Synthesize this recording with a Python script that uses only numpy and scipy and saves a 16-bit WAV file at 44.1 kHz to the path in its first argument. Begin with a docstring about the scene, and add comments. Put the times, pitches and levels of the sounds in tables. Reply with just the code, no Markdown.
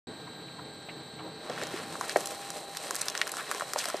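"""A twin-shaft shredder idles, heard close above its steel hopper: the motor drive whines,
the gears rumble and the turning cutters scrape softly. From about 1.5 s they bite a cardboard box.
Its walls crumple, fibres crackle and tear, and folds give way in dry pops and sharp cracks
that echo briefly in the hopper. Near 2 s the gear mesh sings louder under load and the rumble
falls back; from about 3 s the cracks come thick and fast."""
import sys
import numpy as np
from scipy import signal
from scipy.fft import rfft, irfft
from scipy.io import wavfile
from scipy.ndimage import uniform_filter1d

SR = 44100
rng = np.random.default_rng(int(sys.argv[2]) if len(sys.argv) > 2 else 0)


def generate_wav(sig):
    """Save sig (samples, or channels by samples) to the path in sys.argv[1] as 16-bit PCM at SR."""
    pcm = np.round(np.clip(np.atleast_2d(sig).T, -1, 1) * 32767).astype(np.int16)
    wavfile.write(sys.argv[1], SR, pcm)


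N = 4 * SR


def undb(db):
    """Decibels to gain."""
    return 10 ** (np.asarray(db) / 20)


def unit(x):
    """Scale to rms 1."""
    return x / np.sqrt(np.mean(x ** 2) + 1e-20)


def clock():
    """Sample times in seconds."""
    return np.arange(N) / SR


def curve(table, column=1):
    """One table column, interpolated linearly in time."""
    rows = np.array(table)
    return np.interp(clock(), rows[:, 0], rows[:, column])


def waver(rate_hz):
    """Smooth random motion at rms 1."""
    hold = int(SR / rate_hz)
    steps = np.repeat(rng.standard_normal(400), hold)[:N]
    return unit(uniform_filter1d(uniform_filter1d(steps, hold), hold))


def colour(x, spectrum):
    """Shape x by (Hz, dB) points, at rms 1."""
    hz, db = np.array(spectrum).T
    bins_hz = np.maximum(np.arange(N // 2 + 1) * SR / N, 1)
    gain = undb(np.interp(np.log(bins_hz), np.log(hz), db))
    return unit(irfft(rfft(x) * gain, N))


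def resonate(x, hz, width_hz):
    """A resonance applied twice, for steep skirts."""
    b, a = signal.iirpeak(min(hz, SR / 3), hz / min(width_hz, SR / 4), fs=SR)
    return signal.lfilter(b, a, signal.lfilter(b, a, x))


def pass_filter(x, kind, hz, order=2):
    """Low-pass or high-pass x."""
    return signal.sosfilt(signal.butter(order, hz, kind, fs=SR, output="sos"), x)


def grains(per_s, spread_db):
    """Dense random clicks, most small and a few large."""
    size = undb(spread_db * np.minimum(rng.exponential(size=N), 5))
    return (rng.random(N) < per_s / SR) * size * rng.choice([-1, 1], N)


def add(out, start_s, x):
    """Mix x into out from start_s on."""
    i = int(start_s * SR)
    out[i:i + len(x)] += x[:N - i]


def stick_slip(table, relative_width):
    """Bursts of friction clicks in a broad resonance; each swells fast and dies away."""
    out, clicks, t = np.zeros(N), grains(per_s=9800, spread_db=0.8), clock()
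    for start_s, length_s, db, hz in table:
        span = slice(int(start_s * SR), int((start_s + 2 * length_s) * SR))
        age = np.maximum(t[span] - start_s, 0) / length_s * np.pi
        envelope = (age * np.exp(1 - age)) ** 2
        out[span] += undb(db) * envelope * unit(resonate(clicks[span], hz, relative_width * hz))
    return out


def flex(t, hz, cycles):
    """A heavily damped swing whose envelope peaks after the given cycles."""
    age = t * hz / cycles
    return age * np.exp(1 - age) * np.sin(2 * np.pi * hz * t)


# Drive hiss. Each row: frequency in Hz, relative density in dB.
DRIVE_HISS = [(1500, 0), (2800, -6), (3450, -1), (3800, 11), (4050, 7), (4350, 8.5), (5100, -12),
              (7400, -9), (7750, 0), (8250, 0), (8600, -7.5), (10500, -27), (11600, -30), (12000, -12),
              (12600, -29), (15000, -53)]
# Drive tones. Each row: frequency in Hz, level in dB.
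DRIVE_TONES = [(3171, -66), (3612, -68.5), (3833, -66.5), (3941.5, -56), (3978.5, -64), (4016, -64),
               (4053.5, -77), (4090, -62), (4199, -69), (4236, -71), (4345, -61.5), (4641, -69),
               (7703, -69), (7957, -73), (7994, -69), (8031, -66.5), (8289, -66), (11936, -93),
               (12010, -74.5), (12231, -91)]


def motor():
    """The drive whines in a skirt of hiss; higher tones flutter more."""
    drive_time_s = np.cumsum(1 + 0.00018 * waver(5.96)) / SR
    out = undb(-56.5) * colour(rng.standard_normal(N), DRIVE_HISS)
    for hz, db in DRIVE_TONES:
        flutter = 1 + 0.22 * hz / 8000 * waver(90)
        amplitude = np.sqrt(2) * undb(db + waver(10)) * flutter
        out += amplitude * np.sin(2 * np.pi * (hz * drive_time_s + rng.random()))
    return out


# Mesh tone. Each row: time in seconds, fundamental in dB, octave in dB.
MESH_LEVELS = [(.1, -60.5, -59.5), (1.4, -59, -62), (1.9, -51.5, -62), (2.2, -48.5, -73), (2.65, -49, -69),
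               (3.0, -55, -66), (4.0, -58, -73)]


def gear_mesh(mesh_hz=797):
    """Meshing teeth sing a tone and its octave; the tone grows under load."""
    phase = 2 * np.pi * mesh_hz * np.cumsum(1 + 0.001725 * waver(9.14)) / SR
    fundamental = undb(curve(MESH_LEVELS, 1)) * np.sin(phase)
    octave = undb(curve(MESH_LEVELS, 2)) * np.sin(2 * phase)
    return np.sqrt(2) * (fundamental + octave) * undb(0.5 * waver(10.7))


# Gear rumble. Each row: frequency in Hz, relative density in dB.
RUMBLE_SPECTRUM = [(25, -44), (55, -53), (85, -2), (120, -0.5), (240, 5), (330, 1), (480, 0), (800, -3),
                   (1300, -9), (2300, -13.5), (3200, -22), (4500, -12.5), (9000, -118)]
# Frame resonances. Each row: frequency in Hz, width in Hz, base level in dB.
FRAME_MODES = [(134, 12, -60), (164.2, 18.4, -58), (321, 24, -57), (438.7, 46, -56)]
# Envelope of both. Each row: time in seconds, gain in dB.
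RUMBLE_GAIN = [(.1, 2.5), (.3, 0), (.85, -0.5), (1.4, 0.5), (1.75, 3), (1.98, 1.5), (2.06, -3.5),
               (2.8, -9.5), (4.0, -9.5)]


def gear_rumble(tooth_period_s=0.303, peak_at_s=0.35, depth_db=1.5):
    """Gears and frame rumble, swelling as each row of teeth comes round."""
    out = undb(-49) * colour(rng.standard_normal(N), RUMBLE_SPECTRUM)
    for hz, width_hz, db in FRAME_MODES:
        out += undb(db) * unit(resonate(rng.standard_normal(N), hz, width_hz))
    swell_db = depth_db * np.cos(2 * np.pi * (clock() - peak_at_s) / tooth_period_s)
    return out * undb(curve(RUMBLE_GAIN) + swell_db)


# Cutter scrapes. Each row: start in seconds, length in seconds, level in dB, centre in Hz.
CUTTER_SCRAPES = [(.262, 0.044, -47, 930), (.48, 0.014, -49, 2400), (.582, 0.036, -43.5, 980),
                  (.884, 0.027, -41, 2200), (.884, 0.013, -42.5, 900), (1.185, 0.046, -43, 1000),
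                  (1.186, 0.028, -46.5, 2270), (1.235, 0.086, -44.5, 575)]


def cutters():
    """Dull scrapes and taps of the turning cutters."""
    return pass_filter(stick_slip(CUTTER_SCRAPES, relative_width=0.81), "low", 3380, order=4)


# Wall, flute and fibre spectra. Each row: frequency in Hz, relative density in dB.
WALL_CRUMPLE = [(30, -8), (100, -23), (220, -11.5), (330, -1.5), (430, -0.5), (620, 1), (820, -3.5),
                (1200, -11), (3000, -37.5)]
FLUTE_CRUNCH = [(300, -13.5), (700, -2.5), (1000, 5.5), (1300, 2.5), (1600, -0.5), (1850, -0.5), (2500, -2),
                (3200, -3.5), (4200, -8), (6000, -12.5), (12000, -36.5)]
FIBRE_CRACKLE = [(1000, -39), (2800, -2), (4800, 1.5), (6800, 1), (8400, 6), (9400, 4.5), (10000, -6.5),
                 (12000, -2.5), (13000, -6.5)]
# Crushing. Each row: time in seconds, crumple in dB, crunch in dB, crackle in dB.
CRUSH_LEVELS = [(1.35, -65, -57.5, -84), (1.45, -47, -50, -62), (1.52, -45.5, -44.5, -58.5),
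                (1.63, -46, -42.5, -53.5), (1.79, -46, -44.5, -52), (1.87, -55, -47.5, -51.5),
                (1.93, -47, -47.5, -51), (1.98, -50, -52.5, -52), (2.03, -43, -48, -48.5),
                (2.12, -39.5, -44, -44.5), (2.28, -44.5, -49, -48), (2.45, -49, -48, -49),
                (2.59, -43, -48, -48.5), (2.68, -47.5, -53.5, -54.5), (2.75, -54, -49, -52),
                (2.87, -43.5, -44.5, -44.5), (2.93, -43, -45, -51), (3.0, -47.5, -42, -47),
                (3.07, -43, -44, -46.5), (3.13, -50, -46.5, -53), (3.17, -48, -40, -48),
                (3.24, -45, -48, -50), (3.3, -44.5, -42, -51.5), (3.39, -46.5, -52, -43),
                (3.46, -49.5, -45, -53), (3.54, -43.5, -44, -44.5), (3.66, -46.5, -47.5, -49.5),
                (3.7, -49, -44.5, -47), (3.745, -43.5, -51, -47), (3.8, -46, -40, -42),
                (3.9, -44.5, -42.5, -44.5), (3.95, -54, -42, -52), (4.0, -46, -45, -49)]


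def crushing(flicker_db=1.3):
    """Walls crumple, flutes crunch and fibres crackle under one uneven push."""
    crumple = undb(curve(CRUSH_LEVELS, 1)) * colour(grains(per_s=5000, spread_db=4), WALL_CRUMPLE)
    crunch = undb(curve(CRUSH_LEVELS, 2)) * colour(grains(per_s=5000, spread_db=4), FLUTE_CRUNCH)
    crackle = undb(curve(CRUSH_LEVELS, 3)) * colour(grains(per_s=3400, spread_db=3.4), FIBRE_CRACKLE)
    return (crumple + crunch + crackle) * undb(flicker_db * waver(50))


# Rips. Each row: start in seconds, length in seconds, level in dB, centre in Hz.
FIBRE_RIPS = [(1.495, 0.015, -29.5, 626), (1.617, 0.032, -35.5, 480), (1.617, 0.03, -40.5, 1850),
              (2.02, 0.048, -38.5, 1030), (2.096, 0.043, -40.5, 2600), (2.978, 0.036, -41.5, 6500),
              (3.368, 0.072, -36, 1340), (3.488, 0.093, -47, 1430), (3.768, 0.025, -34.5, 770),
              (3.778, 0.034, -32.5, 5170), (3.795, 0.031, -34.5, 2880)]


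def rips():
    """Fibres tear in short stick-slip bursts."""
    return stick_slip(FIBRE_RIPS, relative_width=1)


# Folds giving way. Each row: start in seconds, pop gain in dB, pop in Hz, snap gain in dB, snap in Hz.
FOLD_CRACKS = [(1.4986, -23, 637, -32.5, 4600.0), (1.5777, -25.5, 1360, -47, 5500.0),
               (1.6149, -22, 1450, -35, 4880), (1.6355, -31, 700, -26.5, 6200),
               (1.67, -36, 1390, -31, 5900), (1.9545, -23, 1150, -37, 6340),
               (2.011, -14.5, 1050, -27, 5650), (2.0953, -19.5, 1670, -22.5, 4860),
               (2.1594, -17, 1950, -28, 4800.0), (2.16, -3.5, 646, -34, 4100.0),
               (2.163, -15.5, 1570, -47, 4000.0), (2.17, -26.5, 656, -21.5, 7200.0),
               (2.2067, -46, 900, -24.5, 7900.0), (2.2579, -39, 1040, -19.5, 7200),
               (2.272, -31, 1200, -22, 6140), (2.5038, -34, 1410.0, -21, 7800),
               (2.7498, -28.5, 1700, -36, 6650), (2.7708, -38, 2060, -17.5, 5800),
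               (2.9088, -18.5, 1230, -18.5, 7900), (2.947, -30.5, 1520.0, -25.0, 7800),
               (2.9544, -29.0, 1900, -18.5, 7700), (2.9635, -39, 1710.0, -20.5, 6360),
               (3.0122, -36, 1400.0, -22, 8500.0), (3.0159, -28.5, 1800, -16, 6800),
               (3.057, -50, 1260.0, -29, 8500), (3.084, -25, 1640, -15.5, 5200),
               (3.1, -44, 1390.0, -26.5, 6100.0), (3.1518, -14.5, 1770, -24, 4130),
               (3.1768, -26.5, 1690, -21, 5650), (3.2153, -6, 1880, -13, 3750),
               (3.27, -24, 1440, -27, 8100.0), (3.2767, -26.5, 1210.0, -25, 7040),
               (3.2935, -27, 1860, -27, 8300), (3.318, -38, 1260, -19.5, 8100),
               (3.339, -21.5, 1250, -39, 6100.0), (3.3691, -22, 1300, -29, 6700.0),
               (3.514, -16, 1170, -20, 7400), (3.5202, -22.5, 1420, -31, 7160),
               (3.5476, -18, 1030, -30, 6300), (3.5975, -26, 1620, -24.5, 7800),
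               (3.609, -18, 1330, -40, 6500.0), (3.6207, -18, 1100, -36, 6400.0),
               (3.7349, -21.5, 1260, -18.5, 6600), (3.7601, -14, 910, -41, 5900.0),
               (3.788, -26, 1640, -19.5, 6700), (3.842, -23.5, 1700, -25, 6300.0),
               (3.8556, -21, 1300, -18.5, 5400), (3.8581, -23, 684, -39, 5900.0),
               (3.8863, -24, 1620.0, -24, 7900), (3.9004, -20, 1200, -28.5, 5140),
               (3.9432, -13, 600, -47, 4500.0), (3.9677, -41, 1610.0, -28, 5540)]


def cracks(panel_t60_s=0.016, splinter_decay_s=0.0015, size=4096):
    """A fold buckles: the panel pops and rings briefly, the liner snaps and splinters."""
    out, t = np.zeros(N), np.arange(size) / SR
    for start_s, pop_db, pop_hz, snap_db, snap_hz in FOLD_CRACKS:
        noise = rng.standard_normal((2, size))
        panel = unit(resonate(noise[0], pop_hz, pop_hz)) * undb(-60 * t / panel_t60_s)
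        pop = undb(-3.5) * flex(t, pop_hz, cycles=0.67) + undb(-11) * panel
        pop = pass_filter(pop, "high", 0.36 * pop_hz)
        splinters = unit(resonate(noise[1], snap_hz, 1.5 * snap_hz)) * np.exp(-t / splinter_decay_s)
        snap = undb(3) * flex(t, snap_hz, cycles=0.55) + undb(-6.5) * splinters
        add(out, start_s, undb(pop_db) * pop + undb(snap_db) * snap)
    return out


# Box thuds. Each row: start in seconds, level in dB, frequency in Hz.
BOX_THUDS = [(1.499, -27, 445), (1.74, -26, 355), (2.1602, -24.5, 338), (3.548, -32, 427),
             (3.621, -30.5, 560), (3.7613, -25.5, 590), (3.881, -33, 610), (3.9434, -26.5, 380)]


def thuds(size=4096):
    """The whole box swings a few cycles when a tooth jerks it."""
    out, t = np.zeros(N), np.arange(size) / SR
    for start_s, db, hz in BOX_THUDS:
        add(out, start_s, undb(db) * flex(t, hz, cycles=1.11))
    return out


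# Box response. Each row: centre in Hz, width in Hz, gain in dB.
BOX_BANDS = [(970, 470, -4.5), (2030, 160, 0), (2500, 460, -1)]


def cardboard():
    """The hollow box colours its own sounds and radiates little bass."""
    box = cracks() + thuds() + crushing() + rips()
    for hz, width_hz, db in BOX_BANDS:
        box += (undb(db) - 1) * resonate(box, hz, width_hz)
    return pass_filter(box, "high", 128)


def hopper_echo(box, t60_s=0.077, gain_db=-9.5, size=16384):
    """The steel hopper returns a short, dense echo."""
    tail = rng.standard_normal(size) * undb(-60 * np.arange(size) / SR / t60_s)
    return undb(gain_db) * signal.fftconvolve(box, tail / np.linalg.norm(tail))[:N]


# Stereo hiss. Each row: frequency in Hz, relative density in dB.
SIDE_HISS = [(4000, -35), (5000, -7), (7400, 7), (7750, 2), (8100, 15), (8400, -10), (11500, -14),
             (12000, -13), (12600, -23)]


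def treble_spread(box, above_hz=4200):
    """Side signal: randomly modulated box treble and faint hiss."""
    scatter = unit(pass_filter(rng.standard_normal(N), "low", 360))
    hiss = undb(-70) * colour(rng.standard_normal(N), SIDE_HISS)
    highpass = signal.ellip(8, 0.5, 60, above_hz, "high", fs=SR, output="sos")
    return signal.sosfilt(highpass, undb(-9) * box * scatter + hiss)


def scene():
    """Box and machine sit in the centre; only the treble spreads left and right."""
    box = cardboard()
    mid = box + hopper_echo(box) + motor() + gear_mesh() + gear_rumble() + cutters()
    side = treble_spread(box)
    return np.array([mid + side, mid - side])


def record(dry):
    """The sound starts after a moment of silence; the top is cut."""
    start_s, fade_s, top_hz = 0.07, 0.0011, 13150
    fade_in = np.clip((clock() - start_s) / fade_s, 0, 1)
    return signal.sosfilt(signal.ellip(8, 0.2, 70, top_hz, fs=SR, output="sos"), dry * fade_in)


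dry = scene()
out = record(dry)
generate_wav(out)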